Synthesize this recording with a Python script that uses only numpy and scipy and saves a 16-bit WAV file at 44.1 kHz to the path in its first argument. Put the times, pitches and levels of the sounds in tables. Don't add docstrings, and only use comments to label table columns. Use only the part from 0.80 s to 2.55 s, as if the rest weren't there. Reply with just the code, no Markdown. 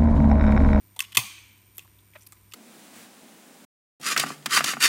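import sys
import numpy as np
from scipy import signal
from scipy.fft import rfft, irfft, next_fast_len
from scipy.io import wavfile

SR = 44100
rng = np.random.default_rng(int(sys.argv[2]) if len(sys.argv) > 2 else 0)


def dump(signal):
    limited = np.clip(np.atleast_2d(signal).T, -1, 1)
    pcm = np.round(limited * 32767).astype(np.int16)
    wavfile.write(sys.argv[1], SR, pcm)


def attenuation_scalar(level_db):
    decades = np.asarray(level_db, float) / 20
    return 10 ** decades


N = 77175

# (time [s], level [dB], chatter length [s], main ring [Hz], rest of the hood [dB])
SLAM = [
    (.3706, -12, 0.0077, 2490, 2.5),
    (.391, -31.5, 0.013, 2500, 1.5),
    (.401, -40, .002, 2900, 6.5),
]
SLAM_TIME_S = SLAM[0][0]
# (time [s], level [dB], length [s])
GRIP = (1.347, -50, 0.026)
AIR_TOP_HZ = 15600


def rms(x):
    return np.sqrt(np.mean(x ** 2))


def rms_one(x):
    return x / np.sqrt(np.mean(x ** 2) + 1e-20)


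def at_hz(points, hz):
    table_hz, value = np.array(points).T[:2]
    return np.interp(np.log(hz), np.log(table_hz), value)


def add_at(out, time_s, sound):
    out[int(time_s * SR):][:len(sound)] += sound


def resonate(x, hz, width_hz):
    r = np.exp(-np.pi * width_hz / SR)
    b = np.array([1, 0, -1]) * (1 - r * r) / 2
    return signal.lfilter(b, [1, -2 * r * np.cos(2 * np.pi * hz / SR), r * r], x)


def resonate_twice(x, hz, width_hz):
    return resonate(resonate(x, hz, width_hz), hz, width_hz)


def coloured(x, spectrum):
    size = next_fast_len(len(x) + 2048)
    hz = np.maximum(np.fft.rfftfreq(size, 1 / SR), 1)
    log_gain = at_hz(spectrum, hz) * np.log(10) / 20
    cepstrum = irfft(log_gain, size)
    cepstrum[1:size // 2] *= 2
    cepstrum[size // 2 + 1:] = 0
    return irfft(rfft(x, size) * np.exp(rfft(cepstrum)), size)[:len(x)]


def top_cut(x, hz):
    return signal.sosfilt(signal.cheby2(12, 50, hz, fs=SR, output="sos"), x)


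def chatter(n):
    contacts_per_s, size_spread_db = 9000, 4.5
    sizes = attenuation_scalar(size_spread_db * np.minimum(rng.exponential(1, n), 4)) * rng.choice([-1, 1], n)
    return sizes * (rng.random(n) < contacts_per_s / SR)


def swell(length_s):
    t = np.arange(SR // 10) / SR
    return np.sin(np.pi * np.clip(t / length_s, 0, 1)) ** 2


def mode_sum(x, modes):
    total = 0
    for k, (hz, width_hz, db) in enumerate(modes):
        total = total + (-1) ** k * attenuation_scalar(db) * resonate(x, hz, width_hz) / np.sqrt(width_hz)
    return rms_one(total)


def rings(x, modes, spread_db):
    q_max = 12
    struck = [(hz, max(width_hz, hz / q_max), db + spread_db * rng.standard_normal())
              for hz, width_hz, db in modes]
    return mode_sum(x, struck)


ATTACK_S = .0002


def contact(envelope, level_db, hz, rest_db, first_db=-60):
    # (frequency [Hz], width [Hz], level [dB])
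    hood_modes = [(963, 30, -11.5), (1125, 42, -6), (2076, 63, 1), (2440, 400, 7.5), (2557, 600, 3.5),
                  (3380, 250, -7.5), (3400, 96, 3), (5020, 200, -9), (4430, 272, -20.5), (5760, 400, -9),
                  (8500, 3000, 2), (10500, 606, 2.5), (11540, 2500, 3.5), (14400, 670, 3)]
    # (frequency [Hz], level [dB])
    skin_colour = [(300, -34.5), (1100, -19), (1600, 1), (2500, 1), (5700, 6), (12600, -5.5),
                   (16000, -16.5), (16800, -8)]
    modes_db, mode_spread_db, ring_q = 3, 2.5, 7.9
    grains = chatter(len(envelope))
    grains[int(ATTACK_S * SR)] = attenuation_scalar(first_db + 3.5)
    grains = envelope * grains + 1e-18
    skin = rms_one(coloured(grains, skin_colour))
    rest = skin + attenuation_scalar(modes_db) * rings(grains, hood_modes, mode_spread_db)
    panel = rms_one(resonate(grains, hz, hz / ring_q))
    sound = panel + attenuation_scalar(rest_db) * rms_one(rest)
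    return attenuation_scalar(level_db) * rms_one(sound) * rms(envelope)


def snap_events(rows):
    first_hit_db, sag_db, settle_db = 5, 4.5, -10
    release_s, settle_s = .0011, .009
    out, t = np.zeros(N + SR), np.arange(SR // 10) / SR
    for time_s, db, length_s, hz, rest_db in rows:
        after = np.maximum(t - length_s, 0)
        bite = np.minimum(0.34 + t / ATTACK_S, 1)
        held = attenuation_scalar(-sag_db * np.minimum(t / length_s, 1)) * np.exp(-after / release_s)
        settling = attenuation_scalar(settle_db) * np.exp(-after / settle_s)
        add_at(out, time_s, contact((held + settling) * bite, db, hz, rest_db, first_hit_db))
    return out[:N]


def slam():
    # (frequency [Hz], level [dB])
    blow_colour = [(300, -0.5), (520, -21.5), (800, 1), (1150, 5), (1600, -10.5), (2500, 5.5), (5500, 4),
                   (14000, 1.5)]
    # (frequency [Hz], level [dB])
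    pulse_colour = [(500, -27), (974, -16.5), (1380, -19.5), (2360, -2), (3300, 1), (4600, -4.5),
                    (8000, -2.5), (15500, -4)]
    room_pulse_db = 16
    plain = snap_events(SLAM)
    blow = rms_one(coloured(plain, blow_colour)) * rms(plain)
    pulse = np.zeros(N)
    pulse[int(SLAM_TIME_S * SR)] = 1
    pulse = coloured(pulse, pulse_colour)
    return blow, attenuation_scalar(room_pulse_db) * pulse / np.sqrt(np.sum(pulse ** 2))


def lid():
    # (frequency [Hz], level [dB], T60 [s])
    clusters = [(747, -42.5, 0.24), (1013, -32, 0.19), (1133, -43, 0.54), (2020, -44.5, 0.47),
                (2338, -42, 0.94), (2480, -41, 0.78), (2530, -40.5, 0.29), (3100, -45, 0.81)]
    width_hz = 70
    t, out = np.arange(N) / SR - SLAM_TIME_S, np.zeros(N)
    for hz, db, t60_s in clusters:
        cluster = rms_one(resonate(rng.standard_normal(N), hz, width_hz))
        out += attenuation_scalar(db - 2 - 60 * np.abs(t) / t60_s) * cluster
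    return (t > 0) * out


def panels():
    # (frequency [Hz], width [Hz], level [dB], T60 [s])
    panel_bands = [(3440, 400, -47, .5), (4570, 250, -45, 0.58), (6300, 700, -45, 0.71),
                   (8640, 600, -42, 0.55), (9870, 500, -42, .35), (13500, 900, -43, .25)]
    t, out = np.arange(N) / SR - SLAM_TIME_S, np.zeros(N)
    for hz, width_hz, db, t60_s in panel_bands:
        band = rms_one(resonate_twice(rng.standard_normal(N), hz, width_hz))
        out += attenuation_scalar(db - 60 * np.abs(t) / t60_s) * band
    return (t > 0) * out


def strikes():
    # (time [s], peak level [dB], frequency [Hz], T60 [s])
    impacts = [(.1919, -19, 8800, .010), (.1920, -22, 3500, .012), (.1938, -26, 3000, .014),
               (.2024, -35, 3100, .012), (.2042, -10, 2650, .008), (.2061, -15, 2720, .009),
               (.2043, -24, 1900, .012), (.2043, -20, 6300, .006), (.2045, -23, 8500, .009),
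               (.2122, -37, 9000, .03), (.3688, -30, 9000, .005), (.3692, -28, 5500, .005),
               (.3696, -27, 12500, .004), (.3712, -24, 1155, .065), (.3708, -15, 2640, .025),
               (.3722, -17, 2990, .015), (.3710, -20, 4620, .025), (.3714, -21, 5160, .02),
               (.3745, -22, 6920, .02), (.3730, -22, 9630, .015), (.9690, -40, 11800, .004),
               (.9771, -40, 11800, .004), (.9813, -21, 11800, .007), (.9814, -29, 15400, .006),
               (.9815, -33, 7000, .012), (.9816, -34, 8900, .012), (.9932, -40, 7000, .012),
               (1.4150, -48, 5700, .008), (1.4222, -48, 5800, .008), (1.4300, -50, 6000, .01),
               (1.049, -52, 1000, .04), (1.3352, -48, 3200, .008), (1.3358, -52, 2300, .02),
               (1.7142, -47, 5200, .007), (1.7143, -50, 8500, .006), (1.7182, -46, 2700, .012),
               (1.7200, -47, 9500, .006), (1.7203, -45, 3100, .015), (1.7364, -29, 3050, .009),
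               (1.7364, -31, 7400, .009), (1.7384, -34, 9400, .006), (1.7372, -40, 1250, .025),
               (1.7384, -36, 4000, .01)]
    rise_s, low_cut_hz = .0002, 800
    out, t = np.zeros(N + SR), np.arange(SR // 5) / SR
    onset = 1 - np.exp(-t / rise_s)
    for time_s, db, hz, t60_s in impacts:
        add_at(out, time_s, attenuation_scalar(db - 60 * t / t60_s) * onset * np.sin(2 * np.pi * hz * t))
    return signal.sosfilt(signal.butter(2, low_cut_hz, "high", fs=SR, output="sos"), out[:N])


def snaps():
    # (time [s], level [dB], chatter length [s], main ring [Hz], rest of the hood [dB])
    snap_rows = [(.1627, -47, 0.0071, 875, 2.5), (.1918, -29.5, 0.0023, 10600, 12.5),
                 (.2040, -26.5, .003, 4960, 9), (.2190, -38.5, .007, 6270, 9),
                 (.2100, -44.5, 0.0091, 9000, 3), (0.579, -49.5, 0.01, 2500, -31),
                 (.9840, -44, 0.0023, 2980, 4), (.1922, -35, .003, 3340, 0),
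                 (.9813, -35.5, 0.00091, 13200, -1), (.9930, -39, 0.0017, 3100, 7),
                 (1.048, -61, 0.011, 962, -14), (1.188, -59.5, 0.0041, 3400, -21),
                 (1.336, -59, 0.0062, 2400, -1), (1.522, -41.5, 0.0011, 7730, 8),
                 (1.53, -55, 0.0033, 7820, -27.5), (1.568, -60.5, 0.0036, 2230, -8.5),
                 (1.7362, -40.5, 0.0035, 4440, 0.5), (1.738, -44.5, 0.0058, 1300, 6)]
    return snap_events(snap_rows)


def rubs():
    # (time [s], level [dB], length [s], main ring [Hz], rest of the hood [dB])
    rub_rows = [(0.226, -44.5, 0.035, 2700, -7), (0.316, -42.5, 0.019, 3000, -5.5),
                (0.3456, -29, 0.014, 3240, 9), (0.355, -33.5, 0.0098, 3100, 0),
                (0.94, -57, 0.031, 12000, -5), (1.406, -56.5, 0.012, 6000, -1),
                (1.462, -52.5, 0.014, 4800, -4), (1.422, -58, 0.018, 7500, -16),
                (1.461, -45.5, 0.019, 11400, -10), (1.519, -52.5, 0.019, 1150, -3.5),
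                (1.718, -45.5, 0.011, 2900, -1)]
    out = np.zeros(N + SR)
    for time_s, db, length_s, hz, rest_db in rub_rows:
        add_at(out, time_s, contact(swell(length_s), db, hz, rest_db))
    return out[:N]


def ticks():
    # (time [s], peak level [dB], ring [Hz])
    tick_rows = [(.683, -48, 9000), (0.782, -47.5, 11000), (0.97, -35, 11900), (0.976, -38, 12000),
                 (1.049, -47, 10240), (1.025, -48, 2795), (1.07, -50, 8000), (1.077, -52, 1900),
                 (1.14, -58.5, 12040), (1.21, -61, 9940), (1.286, -48.5, 12600), (1.388, -49.5, 9050),
                 (1.415, -48.5, 9000), (1.422, -40.5, 9000), (1.434, -52, 9000), (1.444, -55, 10100),
                 (1.4893, -43, 11200), (1.509, -61, 10900), (1.586, -62.5, 11000), (1.612, -46.5, 12100)]
    decay_s, q = .0004, 1.8
    out, t = np.zeros(N + SR), np.arange(SR // 100) / SR
    for time_s, db, hz in tick_rows:
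        puff = resonate_twice(rng.standard_normal(len(t)) * np.exp(-t / decay_s), hz, hz / q)
        add_at(out, time_s, attenuation_scalar(db) * puff / np.abs(puff).max())
    return top_cut(out[:N], AIR_TOP_HZ)


def grip():
    # (frequency [Hz], width [Hz], level [dB])
    body_modes = [(590, 60, 0), (1000, 200, -3), (1580, 300, -2), (2400, 600, -1), (4200, 600, -10)]
    time_s, db, length_s = GRIP
    out, press = np.zeros(N + SR), swell(length_s)
    rung = rings(press * chatter(len(press)), body_modes, 0)
    add_at(out, time_s, attenuation_scalar(db) * rms(press) * rung)
    return out[:N]


def slips():
    # (frequency [Hz], width [Hz], level [dB])
    slip_modes = [(600, 95, -4), (1010, 83, -3), (1580, 280, 2.5), (2120, 160, 0), (2500, 220, -0.5),
                  (3970, 180, -15)]
    slips_per_s, jitter, level_db, count = 600, 0.13, -45.5, 40
    time_s, _, length_s = GRIP
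    train, out = np.zeros(SR // 10), np.zeros(N)
    when_s = np.cumsum(1 + jitter * rng.standard_normal(count)) / slips_per_s
    train[(when_s * SR).astype(int)] = attenuation_scalar(2.3 * rng.standard_normal(count))
    envelope = np.sqrt(swell(length_s))
    rung = mode_sum(train * envelope + 1e-18, slip_modes)
    add_at(out, time_s, attenuation_scalar(level_db) * rung * rms(envelope))
    return out


def rustle():
    # (time [s], level [dB], length [s], main ring [Hz], rest of the hood [dB])
    skin_rubs = [
        (.99, -61, 0.06, 2500, 1.5),
        (1.365, -61, 0.042, 1500, 6),
        (1.405, -62, .045, 10000, 3),
        (.42, -55, 0.05, 200, -22.5),
    ]
    out = np.zeros(N + SR)
    for time_s, db, length_s, hz, rest_db in skin_rubs:
        add_at(out, time_s, contact(np.sqrt(swell(length_s)), db, hz, rest_db))
    return out[:N]


def knocks():
    # (time [s], peak level [dB], frequency [Hz])
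    knock_rows = [
        (0.202, -89, 60),
        (0.37, -28.5, 115),
        (0.98, -46, 340),
        (1.738, -49.5, 402),
    ]
    t60_s = 0.078
    out, t = np.zeros(N + SR), np.arange(SR // 5) / SR
    for time_s, db, hz in knock_rows:
        push = rng.standard_normal(len(t)) * attenuation_scalar(-60 * t / t60_s)
        low = resonate(resonate(push, hz, 0.27 * hz), hz, 5.4 * hz)
        add_at(out, time_s, attenuation_scalar(db) * low / np.abs(low).max())
    return out[:N]


def room(x):
    # (frequency [Hz], T60 [s])
    decay_times = [(300, 0.7), (1000, 1.32), (2500, 1.02), (5000, 0.6251), (9000, 0.68), (11500, 0.35),
                   (15000, 0.35)]
    # (frequency [Hz], level [dB])
    echo_colour = [(300, -13.5), (1000, 1), (2400, -3.5), (5000, -1), (10000, -5), (15000, 1.5)]
    level_db, delay_s, top_hz = -16.5, 0.0027, 16300
    t, edges_hz = np.arange(SR) / SR, 200 * 2 ** np.arange(0, 6.6, .5)
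    white, echo = rng.standard_normal((2, SR)), 0
    for k, (low, high) in enumerate(zip(edges_hz, edges_hz[1:])):
        hz = np.sqrt(low * high)
        band_pass = signal.butter(2, [low, high], "band", fs=SR, output="sos")
        band = signal.sosfilt(band_pass, white[k % 2])
        echo = echo + band * attenuation_scalar(at_hz(echo_colour, hz) - 60 * t / at_hz(decay_times, hz))
    echo = echo * (1 - np.exp(-(t / delay_s) ** 2))
    wet = signal.fftconvolve(x, echo / np.sqrt(np.sum(echo ** 2)))[:N]
    return top_cut(attenuation_scalar(level_db) * wet, top_hz)


def lamps():
    # (frequency [Hz], level [dB])
    whine_tones = [(2304, -80.5), (5696, -83), (6950, -85), (7795, -90), (8586, -76.5), (9157, -80),
                   (11386, -81), (14088, -90), (14185, -75), (14286, -81)]
    # (frequency [Hz], width [Hz], level [dB])
    buzz_bands = [(60, 19, -70.5), (320, 87, -75.5), (996, 81, -78), (8900, 160, -76.5), (9070, 300, -75),
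                  (13800, 204, -88), (14280, 280, -68), (14800, 150, -77)]
    hum_hz, hum_db, second_db, wobble_db = 100.5, -62.5, -80.5, 2
    whine_flicker, buzz_flicker, buzz_flicker_from_hz = 0.97, 0.4, 12000
    t = np.arange(N) / SR
    turn = 2 * np.pi * hum_hz * t
    wobble = rms_one(resonate(rng.standard_normal(N), 6.8, 14.0))
    hum = attenuation_scalar(hum_db + wobble_db * wobble) * np.sin(turn) + attenuation_scalar(second_db) * np.sin(2 * turn)
    whine, buzz = np.zeros(N), np.zeros(N)
    for hz, db in whine_tones:
        whine += attenuation_scalar(db) * np.sin(2 * np.pi * (hz * t + rng.random()))
    for hz, width_hz, db in buzz_bands:
        band = rms_one(resonate_twice(rng.standard_normal(N), hz, width_hz))
        depth = buzz_flicker * (hz > buzz_flicker_from_hz)
        buzz += attenuation_scalar(db) * band * (1 + depth * np.sin(turn))
    return np.sqrt(2) * (hum + whine * (1 + whine_flicker * np.sin(turn))) + buzz


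def air():
    # (frequency [Hz], level [dB])
    air_colour = [(40, -22.5), (100, -18), (250, -19.5), (600, -32), (2300, -31), (6000, -36),
                  (10500, -37.5), (15000, -32)]
    return attenuation_scalar(-62.5) * rms_one(coloured(rng.standard_normal(N), air_colour))


def scene():
    blow, pulse = slam()
    small = snaps() + rubs() + ticks() + grip()
    near = blow + lid() + panels() + strikes() + small + slips() + rustle() + knocks()
    background = top_cut(air() + lamps(), AIR_TOP_HZ)
    return (near + room(small + pulse) + background)[None]


def roll_off(x):
    return signal.sosfilt(signal.butter(12, 16870, fs=SR, output="sos"), x)


def record(dry):
    overload = .95
    x = signal.sosfilt(signal.butter(4, 45, "high", fs=SR, output="sos"), dry)
    x = top_cut(overload * np.tanh(x / overload), 17000)
    return roll_off(x)


dry = scene()
out = record(dry)
dump(out)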